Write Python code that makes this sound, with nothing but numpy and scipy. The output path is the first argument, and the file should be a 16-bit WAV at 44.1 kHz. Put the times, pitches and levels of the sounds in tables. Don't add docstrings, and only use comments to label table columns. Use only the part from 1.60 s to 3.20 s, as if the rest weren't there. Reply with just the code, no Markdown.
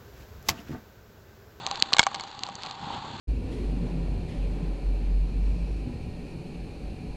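import sys
import numpy as np
from scipy import signal
from scipy.fft import rfft, irfft
from scipy.io import wavfile

SR = 44100
rng = np.random.default_rng(int(sys.argv[2]) if len(sys.argv) > 2 else 0)


def unload_audio(sound):
    columns = np.transpose(np.atleast_2d(sound))
    steps = np.round(np.clip(columns, -1, 1) * 32767)
    wavfile.write(sys.argv[1], SR, steps.astype(np.int16))


N = 70560
TIME = np.arange(N) / SR


def amp(db):
    return 10 ** (np.asarray(db) / 20)


def unit_rms(x):
    return x / np.sqrt(np.mean(x ** 2) + 1e-20)


def add(mix, start_s, sound):
    part = mix[max(round(start_s * SR), 0):][:len(sound)]
    part += sound[:len(part)]


def low_cut(x, hz):
    return signal.sosfilt(signal.butter(2, hz, "high", fs=SR, output="sos"), x)


def noise(spectrum):
    hz, db = np.transpose(spectrum)
    freqs = np.fft.rfftfreq(N, 1 / SR)
    gain = amp(np.interp(np.log(freqs + 1), np.log(hz), db))
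    return unit_rms(irfft(rfft(rng.standard_normal(N)) * gain, N))


def flutter(rate_hz, depth_db):
    ratio = np.fft.rfftfreq(N, 1 / SR) / rate_hz
    wander = irfft(rfft(rng.standard_normal(N)) * ratio / (1 + ratio ** 4), N)
    return amp(depth_db * unit_rms(wander))


def ring(modes, stretch=1, contact_s=0.00019):
    t = np.arange(SR // 8) / SR
    onset = 1 - np.exp(-t / contact_s)
    waves = sum(amp(db) * np.exp(-np.log(1000) * t / (t60 * stretch)) * np.sin(2 * np.pi * hz * t)
                for hz, db, t60 in modes)
    return onset * waves / np.sqrt(sum(amp(db) ** 2 for _, db, _ in modes))


# (frequency [Hz], relative density [dB])
RUMBLE_SPECTRUM = [(20, -24), (45, -10), (85, 1.5), (170, 2.5), (300, -4.5), (500, -17), (1200, -38)]
CAVITY_SPECTRUM = [(100, -35.5), (300, -13), (560, -13.5), (700, -12.5), (800, 7.5), (860, 1), (930, 2),
                   (1020, -5.5), (1120, -2.5), (1300, -11.5), (1600, -19), (2200, -23.5), (3400, -12),
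                   (4500, -22), (5500, -33.5), (8500, -42)]
RAIN_SPECTRUM = [(200, -3), (1500, 0), (2200, -6.5), (2800, -3.5), (3150, -8.5), (3500, 0.5), (3850, -3),
                 (4300, 0.5), (4620, -2.5), (4950, -27.5), (5700, -26), (6400, -14.5), (6900, -13),
                 (7700, -16), (8500, -45)]
# (time [s], rumble level [dB], cavity level [dB], rain level [dB])
WEATHER_LEVELS = [(0, -42, -40.5, -47), (.13, -48, -40, -43.5), (.27, -47.5, -45, -46.5),
                  (.42, -52, -52.5, -46), (.58, -43.5, -38.5, -50), (.71, -58.5, -47.5, -49.5),
                  (.8, -46.5, -46, -51), (.86, -43, -41.5, -50), (.97, -51, -47.5, -51),
                  (1.07, -45.5, -39.5, -44.5), (1.16, -51, -42.5, -52.5), (1.22, -38.5, -38, -50.5),
                  (1.34, -38, -33, -44.5), (1.409, -42.5, -39.5, -49), (1.51, -38, -39.5, -47.5),
                  (1.6, -39.5, -44.5, -46.5)]


def wind_and_rain():
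    times, *levels = np.transpose(WEATHER_LEVELS)
    rumble_db, cavity_db, rain_db = (np.interp(TIME, times, db) for db in levels)
    rumble = amp(rumble_db - 6) * noise(RUMBLE_SPECTRUM) * flutter(rate_hz=50, depth_db=2.75)
    cavity = amp(cavity_db - 1.5) * noise(CAVITY_SPECTRUM) * flutter(rate_hz=20, depth_db=1.13)
    rain = amp(rain_db + 1) * noise(RAIN_SPECTRUM) * flutter(rate_hz=60, depth_db=2.54)
    return rumble + cavity + rain


# (frequency [Hz], relative level [dB], t60 [s])
COVER_MODES = [(450, -21.5, 0.0052), (2106, -18, 0.0036), (3182, 1, 0.0024), (4105, 4, 0.0031),
               (4480, -7.5, 0.0016), (5400, -23, 0.0041)]
EDGE_MODES = [(6286, 18.5, 0.0055), (6960, 5, 0.0085), (7120, -14, 0.0014)]
BODY_MODES = [(620, -16, 0.013), (801.7, -3.5, 0.067), (1050, 4, .012), (1127, 0, 0.028),
              (1290, -16, 0.004), (2000, -33, .008)]


def patter(grains_per_s=400, floor_db=-40.5, spread_db=4):
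    grain_db = floor_db + spread_db * np.minimum(rng.exponential(1, N), 4)
    impulses = amp(grain_db) * (rng.random(N) < grains_per_s / SR)
    parts = [(COVER_MODES, 0), (EDGE_MODES, -35), (BODY_MODES, -35.5)]
    return sum(amp(db) * signal.fftconvolve(impulses * rng.uniform(-1.1, 1, N), ring(modes))[:N]
               for modes, db in parts)


def stones(hits, modes, gain_db, low_hz, scatter=0.12):
    out = np.zeros(N)
    edge, body = ring(EDGE_MODES), low_cut(ring(BODY_MODES), hz=475)
    spots = rng.uniform(-1.1, 1, (len(hits), len(modes)))
    for (start_s, hit_db, edge_db, body_db, stretch), spot in zip(hits, spots):
        detune = 1 + scatter * max(1 - stretch, 0) * spot
        spot_modes = [(hz * shift, db, t60) for (hz, db, t60), shift in zip(modes, detune)]
        struck = amp(hit_db + gain_db) * low_cut(ring(spot_modes, stretch), low_hz)
        add(out, start_s, struck + amp(edge_db) * edge + amp(body_db) * body)
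    return out


# (time [s], relative level [dB], edge level [dB], body level [dB], decay stretch [ratio])
COVER_HITS = [(.0655, -6.5, -15, -27.5, 0.83), (.1128, -12, -19.5, -32, 1.23), (.1574, -16, -37, -38, 1.15),
              (.1747, -20, -58, -33, 0.56), (.2241, 4.5, -13.5, -36, 1.08), (.3324, 0, -43, -50, 0.99),
              (.3365, 1.5, -28, -28, 1.3), (.4174, -18, -42, -32, 1.6), (.4360, -12, -28, -66, 0.64),
              (.5494, -13.5, -48, -61, 0.97), (.5598, -21, -50, -33, 0.89), (.6374, -25, -29.5, -29, 1.4),
              (.7148, -29, -49, -59.5, 1.26), (.7921, -21, -30.5, -36.5, 1.14),
              (.8353, -9, -19.5, -32.5, 1.1), (.8663, -22.5, -58, -44, 1.2),
              (1.0229, -21.5, -44, -40, 0.55), (1.0347, -14, -40, -44, 0.66), (1.0517, -29, -37, -32.5, 1),
              (1.0628, -19.5, -35, -49, 1), (1.1112, -20, -32.5, -31, 1.24)]


def ticks():
    return stones(COVER_HITS, COVER_MODES, gain_db=4, low_hz=120)


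# (time [s], relative level [dB], edge level [dB], body level [dB], decay stretch [ratio])
SHELL_HITS = [(.0732, -28, -30, -25, 0.48), (.3240, -26, -42, -19, 0.44), (.3459, -29, -46, -22, 0.71),
              (.3670, -13.5, -36, -22.5, 0.52), (.3843, -11, -15, -29, 0.81), (.3935, 4, -8, -34, 0.76),
              (.4300, -14.5, -22, -26.5, 0.81), (.4667, -13, -13.5, -17, 0.45),
              (.4722, -26.5, -31, -60, .5), (.5158, -50, -41, -28, .7), (.5448, -20.5, -26.5, -26.5, 0.65),
              (.5533, -32, -42, -37, 0.56), (.5973, -23.5, -48, -38.5, 0.64),
              (.6812, -49, -39, -38.5, 0.35), (.8745, -34, -47.5, -44, 0.36),
              (.8880, -31, -33, -54.5, 0.48)]
# (frequency [Hz], relative level [dB], t60 [s])
SHELL_MODES = [(929, -8.5, 0.03), (1505, -7, .014), (1567, -8, 0.018), (2300, -11, 0.012), (2262, -9, .047),
               (2997, -7, 0.017), (3250, -10, 0.0097), (3300, -11.5, 0.036), (3534, -6.5, 0.015),
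               (3760, -12, 0.023), (4120, -5.5, 0.013), (5355, -15, 0.03), (6550, -17.5, 0.032),
               (6880, -18, 0.022), (7540, -10.5, 0.017), (8420, -22.5, 0.014)]


def knocks():
    return stones(SHELL_HITS, SHELL_MODES, gain_db=1, low_hz=450)


# (time [s], level before filtering [dB], decay stretch [ratio], cutoff [Hz])
WET_LUMPS = [(.1125, -20, 2.2, 855), (.3242, -28, 0.23, 1600), (0.405, -13.5, 0.43, 1640),
             (.4677, -10.5, 0.85, 3000), (0.516, -27, 0.7, 1080), (.8878, -22, 2.1, 884)]


def plops():
    out = np.zeros(N)
    for start_s, db, stretch, cutoff_hz in WET_LUMPS:
        softness = signal.butter(3, cutoff_hz, fs=SR, output="sos")
        body = ring(BODY_MODES, stretch, contact_s=0.00017)
        add(out, start_s, amp(db) * signal.sosfilt(softness, body))
    return low_cut(out, hz=475)


# (time [s], relative level [dB], edge level [dB], body level [dB], decay stretch [ratio])
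RIM_HITS = [(.2007, -19.5, -34, -44, 0.8), (.4374, -14.5, -42, -58, 0.66), (.6088, -24, -39, -32, 1.4),
            (.9541, -25, -24.5, -47, 0.66)]
# (frequency [Hz], relative level [dB], t60 [s])
RIM_MODES = [(3480, -8.5, 0.0047), (4380, -1, 0.012), (6860, -5.5, 0.0053)]


def pings():
    return stones(RIM_HITS, RIM_MODES, gain_db=2, low_hz=607)


# (time [s], level [dB])
THUMP_HITS = [(0.2261, -27.5), (0.336, -28.5), (0.3943, -15.5)]
# (frequency [Hz], relative level [dB], t60 [s])
THUMP_MODES = [(75, -21, 0.012), (176, 6, 0.017)]


def thumps():
    out = np.zeros(N)
    for start_s, db in THUMP_HITS:
        add(out, start_s, amp(db) * ring(THUMP_MODES))
    return low_cut(out, hz=46)


# (frequency [Hz], relative density [dB])
SHARD_SPECTRUM = [(2500, -4), (4500, 1.5), (5500, -1), (6200, -6), (7000, -0.5), (8250, -9), (9500, -19)]


def shatter(start_s=0.395, level_db=-29.5, t60_s=0.1):
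    age = TIME - start_s
    envelope = (age > 0) * np.exp(-np.log(1000) * abs(age) / t60_s)
    return amp(level_db) * envelope * noise(SHARD_SPECTRUM)


def scene():
    hail = ticks() + pings() + knocks() + thumps() + shatter()
    return (hail + plops() + patter() + wind_and_rain())[None]


def record(dry, full_scale=1.0, cutoff_hz=8550):
    clipped = np.clip(dry, -full_scale, full_scale)
    low_pass = signal.firwin(255, cutoff_hz, window=("kaiser", 8), fs=SR)
    return signal.oaconvolve(clipped, low_pass[None], "same")


dry = scene()
out = record(dry)
unload_audio(out)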